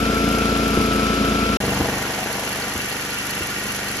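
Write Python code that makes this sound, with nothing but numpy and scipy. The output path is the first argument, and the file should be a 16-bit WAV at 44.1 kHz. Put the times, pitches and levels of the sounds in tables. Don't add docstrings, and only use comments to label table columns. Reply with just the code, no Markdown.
import sys
import numpy as np
from scipy import signal
from scipy.fft import rfft, irfft
from scipy.io import wavfile

SR = 44100
rng = np.random.default_rng(int(sys.argv[2]) if len(sys.argv) > 2 else 0)


def wav_out(sig):
    wavfile.write(sys.argv[1], SR, np.round(np.clip(np.atleast_2d(sig).T, -1, 1) * 32767).astype(np.int16))


N = 176400
T, HZ = np.arange(N) / SR, np.fft.rfftfreq(N, 1 / SR)

# place in the cycle (0-1), width in cycles, relative level in dB.
PUFFS = [(0, .055, -1), (.14, 0.066, -4.5), (0.279, 0.064, 0)]
# frequency in Hz, density in dB.
VALVE_RING = [(1500, -90), (4500, -82), (8500, -77.5), (10000, -74.5), (11600, -75.5), (13300, -95)]


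def amp(db):
    return 10 ** (np.asarray(db) / 20)


def unit_rms(x):
    return x / np.sqrt(np.mean(x ** 2) + 1e-20)


def curve(points):
    return np.interp(T, *np.transpose(points))


def spectrum(points, column=1):
    table = np.array(points)
    return np.interp(np.log(HZ + 1), np.log(table[:, 0]), table[:, column])


def wander(hz):
    return unit_rms(irfft(rfft(rng.standard_normal(N)) * np.exp(-(HZ / hz) ** 2), N))


def engine_cycles(speed, span_s):
    start_s, _, first_puff_s = span_s
    cycles = np.cumsum(curve(speed) * (T >= start_s)) / SR
    return cycles - np.interp(first_puff_s, T, cycles)


def bursts(cycles, table, floor, scatter_db):
    rise_share = .32
    power = floor ** 2
    for place, width, db in table:
        count = cycles - place + 2.5
        strength = amp(db + scatter_db * rng.uniform(-1, 1, SR // 100))[count.astype(int)]
        age = (count % 1 - .5) / width
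        power = power + strength ** 2 * np.exp(-np.where(age < 0, (age / rise_share) ** 2, age))
    return np.sqrt(power)


def body_noise(colour, envelope):
    # frequency in Hz, left-right coherence (0-1).
    likeness = [(300, .99), (1300, 0.78), (2200, 0.46), (6500, 0.32), (9500, 1), (12000, 1)]
    left, independent = rfft(rng.standard_normal((2, N)) * unit_rms(envelope))
    coherence = np.clip(spectrum(likeness), 0, 1)
    right = coherence * left + np.sqrt(1 - coherence ** 2) * independent
    ripple_db = unit_rms(signal.oaconvolve(rng.standard_normal(len(HZ)), np.hanning(SR // 200), "same"))
    return irfft(np.array([left, right]) * amp(spectrum(colour) + ripple_db), N) * np.sqrt(SR / 2)


def at_microphones(sound, paths, span_s):
    lead_rad = spectrum(paths)
    tilt = amp(spectrum(paths, column=2) / 2)
    pair = irfft(rfft(sound) * np.array([tilt, np.exp(-1j * lead_rad) / tilt]), N)
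    return pair * np.clip(np.minimum(T - span_s[0], span_s[1] - T) / .002, 0, 1)


def exhaust_note(cycles, harmonics, rough, smear):
    place = np.arange(SR // 100) / (SR // 100)
    one_cycle = bursts(place, PUFFS, floor=smear, scatter_db=0) ** 3 * rng.standard_normal(len(place))
    phase_rad = np.angle(rfft(one_cycle))
    angle = 2 * np.pi * (cycles + .001 * wander(hz=25))
    return unit_rms(sum(amp(db) * (1 + rough * wander(hz=16)) * np.cos(k * angle + phase_rad[k])
                        for k, (_, db) in enumerate(harmonics, 1)))


def fan(cycles, whine_db, octave_db, jitter_rad):
    periods_per_cycle = 48
    crank_swing_rad = .23 * np.sin(2 * np.pi * cycles)
    angle = 2 * np.pi * periods_per_cycle * cycles + crank_swing_rad + jitter_rad * wander(hz=30)
    whine = amp(whine_db) * np.cos(angle) + amp(octave_db) * np.cos(2 * angle)
    return whine * (1 + .08 * wander(hz=40))


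def deck_drone(hz=208.4, db=-31.5):
    swell = 1 + .37 * wander(hz=7)
    return amp(db) * unit_rms(swell * np.cos(2 * np.pi * hz * T + wander(hz=7.6)))


def muffler_pops(crack_hz=329, crack_s=.0017, boom_hz=86, boom_s=.0055, boom_delay_s=.007):
    # start in seconds, crack level in dB, boom level in dB.
    pops = [(0.7731, -7.5, -17), (1.807, -11.5, -19), (2.755, -21, -25.5), (3.409, -19.5, -26)]

    def ring(t, hz, decay_s):
        age = np.maximum(t, 0) / decay_s
        return age * np.exp(1 - age) * np.sin(2 * np.pi * hz * t)
    return sum(amp(crack_db) * ring(T - start_s, crack_hz, crack_s)
               + amp(boom_db) * ring(T - start_s - boom_delay_s, boom_hz, boom_s)
               for start_s, crack_db, boom_db in pops)


def in_weeds():
    # Start, end and first puff in seconds.
    span_s = (0, 1.571, .019)
    # time in seconds, firing rate in Hz.
    speed = [(0, 27.6), (.03, 27.92), (.118, 28.08), (.532, 28.1), (.76, 27.88), (.782, 27.5),
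             (1.25, 27.62), (1.494, 28.12), (1.57, 27.85)]
    # multiple of the firing rate, relative level in dB.
    harmonics = [(1, -29), (2, -2), (3, -7.5), (4, -13), (5, -7.5), (6, -7.5), (7, -9), (8, 0.5), (9, -6),
                 (10, -0.5), (11, -13.5), (12, -11.5), (13, -7.5), (14, -13), (15, -10), (16, -3),
                 (17, -13.5), (18, -13), (19, -11.5), (20, -15), (21, -32), (22, -16), (23, -18.5),
                 (24, -10), (25, -17), (26, -13.5)]
    # time in seconds, level in dB.
    exhaust_db = [(0, -21.5), (.4, -21), (1.1, -22), (1.57, -22)]
    # frequency in Hz, density in dB.
    rasp_colour = [(38, -92), (90, -65), (190, -53), (380, -57), (750, -63), (2500, -95)]
    clatter_colour = [(150, -76), (700, -67.5), (1400, -57.5), (1850, -64), (2350, -60.5), (3150, -63),
                      (3900, -68), (4700, -66.5), (8500, -77), (11300, -75), (13500, -100)]
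    # place in the cycle (0-1), width in cycles, relative level in dB.
    ticks = [(.27, 0.13, 0.41), (.56, 0.12, 1.5)]
    # frequency in Hz, left lead in radians, left minus right in dB.
    paths = [(100, 0, .6), (500, .55, 2), (1200, 1.35, 3.8), (2000, 1.4, 0), (2600, -.9, 3), (4000, .4, .5),
             (5000, 6.3, 0), (6000, 6.5, -1), (7800, 8.8, 0), (9700, 9.4, 0), (11800, 12.57, 0)]
    cycles = engine_cycles(speed, span_s)
    tones = amp(curve(exhaust_db)) * exhaust_note(cycles, harmonics, rough=.085, smear=.3)
    tones += fan(cycles, whine_db=-24, octave_db=-67, jitter_rad=.2) + deck_drone()
    rasp = body_noise(rasp_colour, bursts(cycles, PUFFS, floor=.42, scatter_db=2.5))
    clatter = body_noise(clatter_colour, bursts(cycles, PUFFS, floor=1.4, scatter_db=7.5))
    valves = amp(-1) * body_noise(VALVE_RING, bursts(cycles, ticks, floor=.4, scatter_db=6.5))
    return at_microphones(tones + rasp + clatter + valves + muffler_pops(), paths, span_s)


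def blade_rush(cycles):
    # frequency in Hz, density in dB before the gain.
    colour = [(40, -90), (110, -67), (220, -59), (780, -56.5), (1300, -64.5), (2200, -67), (9000, -82)]
    # time in seconds, gain in dB.
    gain_db = [(1.6, -1), (1.8, 1), (2, -2.5), (2.25, -5), (2.7, -7.5), (3.15, -20), (3.85, -11.5)]
    return amp(curve(gain_db)) * body_noise(colour, bursts(cycles, PUFFS, floor=.42, scatter_db=0))


def rattle(taps_per_s=150):
    # frequency in Hz, rms level in dB, decay in seconds.
    modes = [(1421, -41.5, 0.011), (1605, -52, 0.0079), (1848, -44, 0.011), (1898, -44.5, 0.029),
             (2720, -37, 0.0091)]
    t, out = T[:SR // 10], 0
    for hz, db, decay_s in modes:
        taps = rng.standard_normal(N) * (rng.random(N) < taps_per_s / SR)
        ring = np.exp(-t / decay_s) * np.sin(2 * np.pi * hz * t)
        out = out + amp(db) * unit_rms(signal.oaconvolve(taps, ring)[:N])
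    return out


def chinks(hz=4440, db=-45, decay_s=.012, per_s=10.3):
    age_s = (per_s * T) % 1 / per_s
    ring = (1 + .5 * wander(hz=100)) * np.sin(2 * np.pi * hz * age_s + wander(hz=100))
    return amp(db) * unit_rms(np.exp(-age_s / decay_s) * ring)


def on_cleared_ground():
    # Start, end and first puff in seconds.
    span_s = (1.602, 4, 1.6395)
    # time in seconds, firing rate in Hz.
    speed = [(1.8, 24.3), (1.9, 24.02), (2.22, 24.15), (2.47, 24.48), (3.15, 24.44), (3.5, 24.18),
             (4, 24.36)]
    # multiple of the firing rate, relative level in dB.
    harmonics = [(1, -36), (2, -7), (3, -4), (4, -7.5), (5, -1), (6, -2), (7, -8.5), (8, 1), (9, -7.5),
                 (10, -4.5), (11, -4), (12, -3), (13, -8.5), (14, -17), (15, -10), (16, -5), (17, -10),
                 (18, -10.5), (19, -5), (20, -2)]
    # time in seconds, level in dB.
    exhaust_db = [(1.8, -22.5), (2.15, -33), (3.1, -34.5), (4, -33.5)]
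    # frequency in Hz, density in dB.
    rasp_colour = [(40, -99), (100, -79), (210, -64), (330, -67), (2500, -88)]
    clatter_colour = [(150, -81), (970, -66), (1120, -71.5), (1420, -62.5), (2200, -65), (2850, -64.5),
                      (3600, -71.5), (6400, -70.5), (8500, -78), (11300, -72.5), (13500, -108)]
    # place in the cycle (0-1), width in cycles, relative level in dB.
    ticks = [(.25, .04, -11), (.32, 0.11, -7), (.55, .06, -4), (.645, 0.074, -4)]
    # frequency in Hz, left lead in radians, left minus right in dB.
    paths = [(100, 0, .6), (650, .25, 1.3), (1200, 0, 6), (1900, .2, -2), (2650, 3.1, 0), (3400, 7.2, -3.5),
             (4300, 7.4, -2), (5300, 12.1, -2), (8200, 15.6, 0), (9700, 15.7, 0), (11800, 18.85, 0)]
    cycles = engine_cycles(speed, span_s)
    tones = amp(curve(exhaust_db)) * exhaust_note(cycles, harmonics, rough=.054, smear=.71)
    tones += fan(cycles, whine_db=-45, octave_db=-39, jitter_rad=.31) + deck_drone(db=-45)
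    rasp = body_noise(rasp_colour, bursts(cycles, PUFFS, floor=.49, scatter_db=0))
    clatter = body_noise(clatter_colour, bursts(cycles, PUFFS, floor=1.1, scatter_db=4))
    valves = body_noise(VALVE_RING, bursts(cycles, ticks, floor=.13, scatter_db=6))
    mower = tones + rasp + clatter + valves + muffler_pops() + blade_rush(cycles) + rattle() + chinks()
    return at_microphones(mower, paths, span_s)


def scene():
    return in_weeds() + on_cleared_ground()


def record(dry):
    edge_hz = 13700
    lowpass = signal.firwin(511, edge_hz, window=("kaiser", 9), fs=SR)
    return signal.oaconvolve(dry, lowpass[None], "same")


dry = scene()
out = record(dry)
wav_out(out)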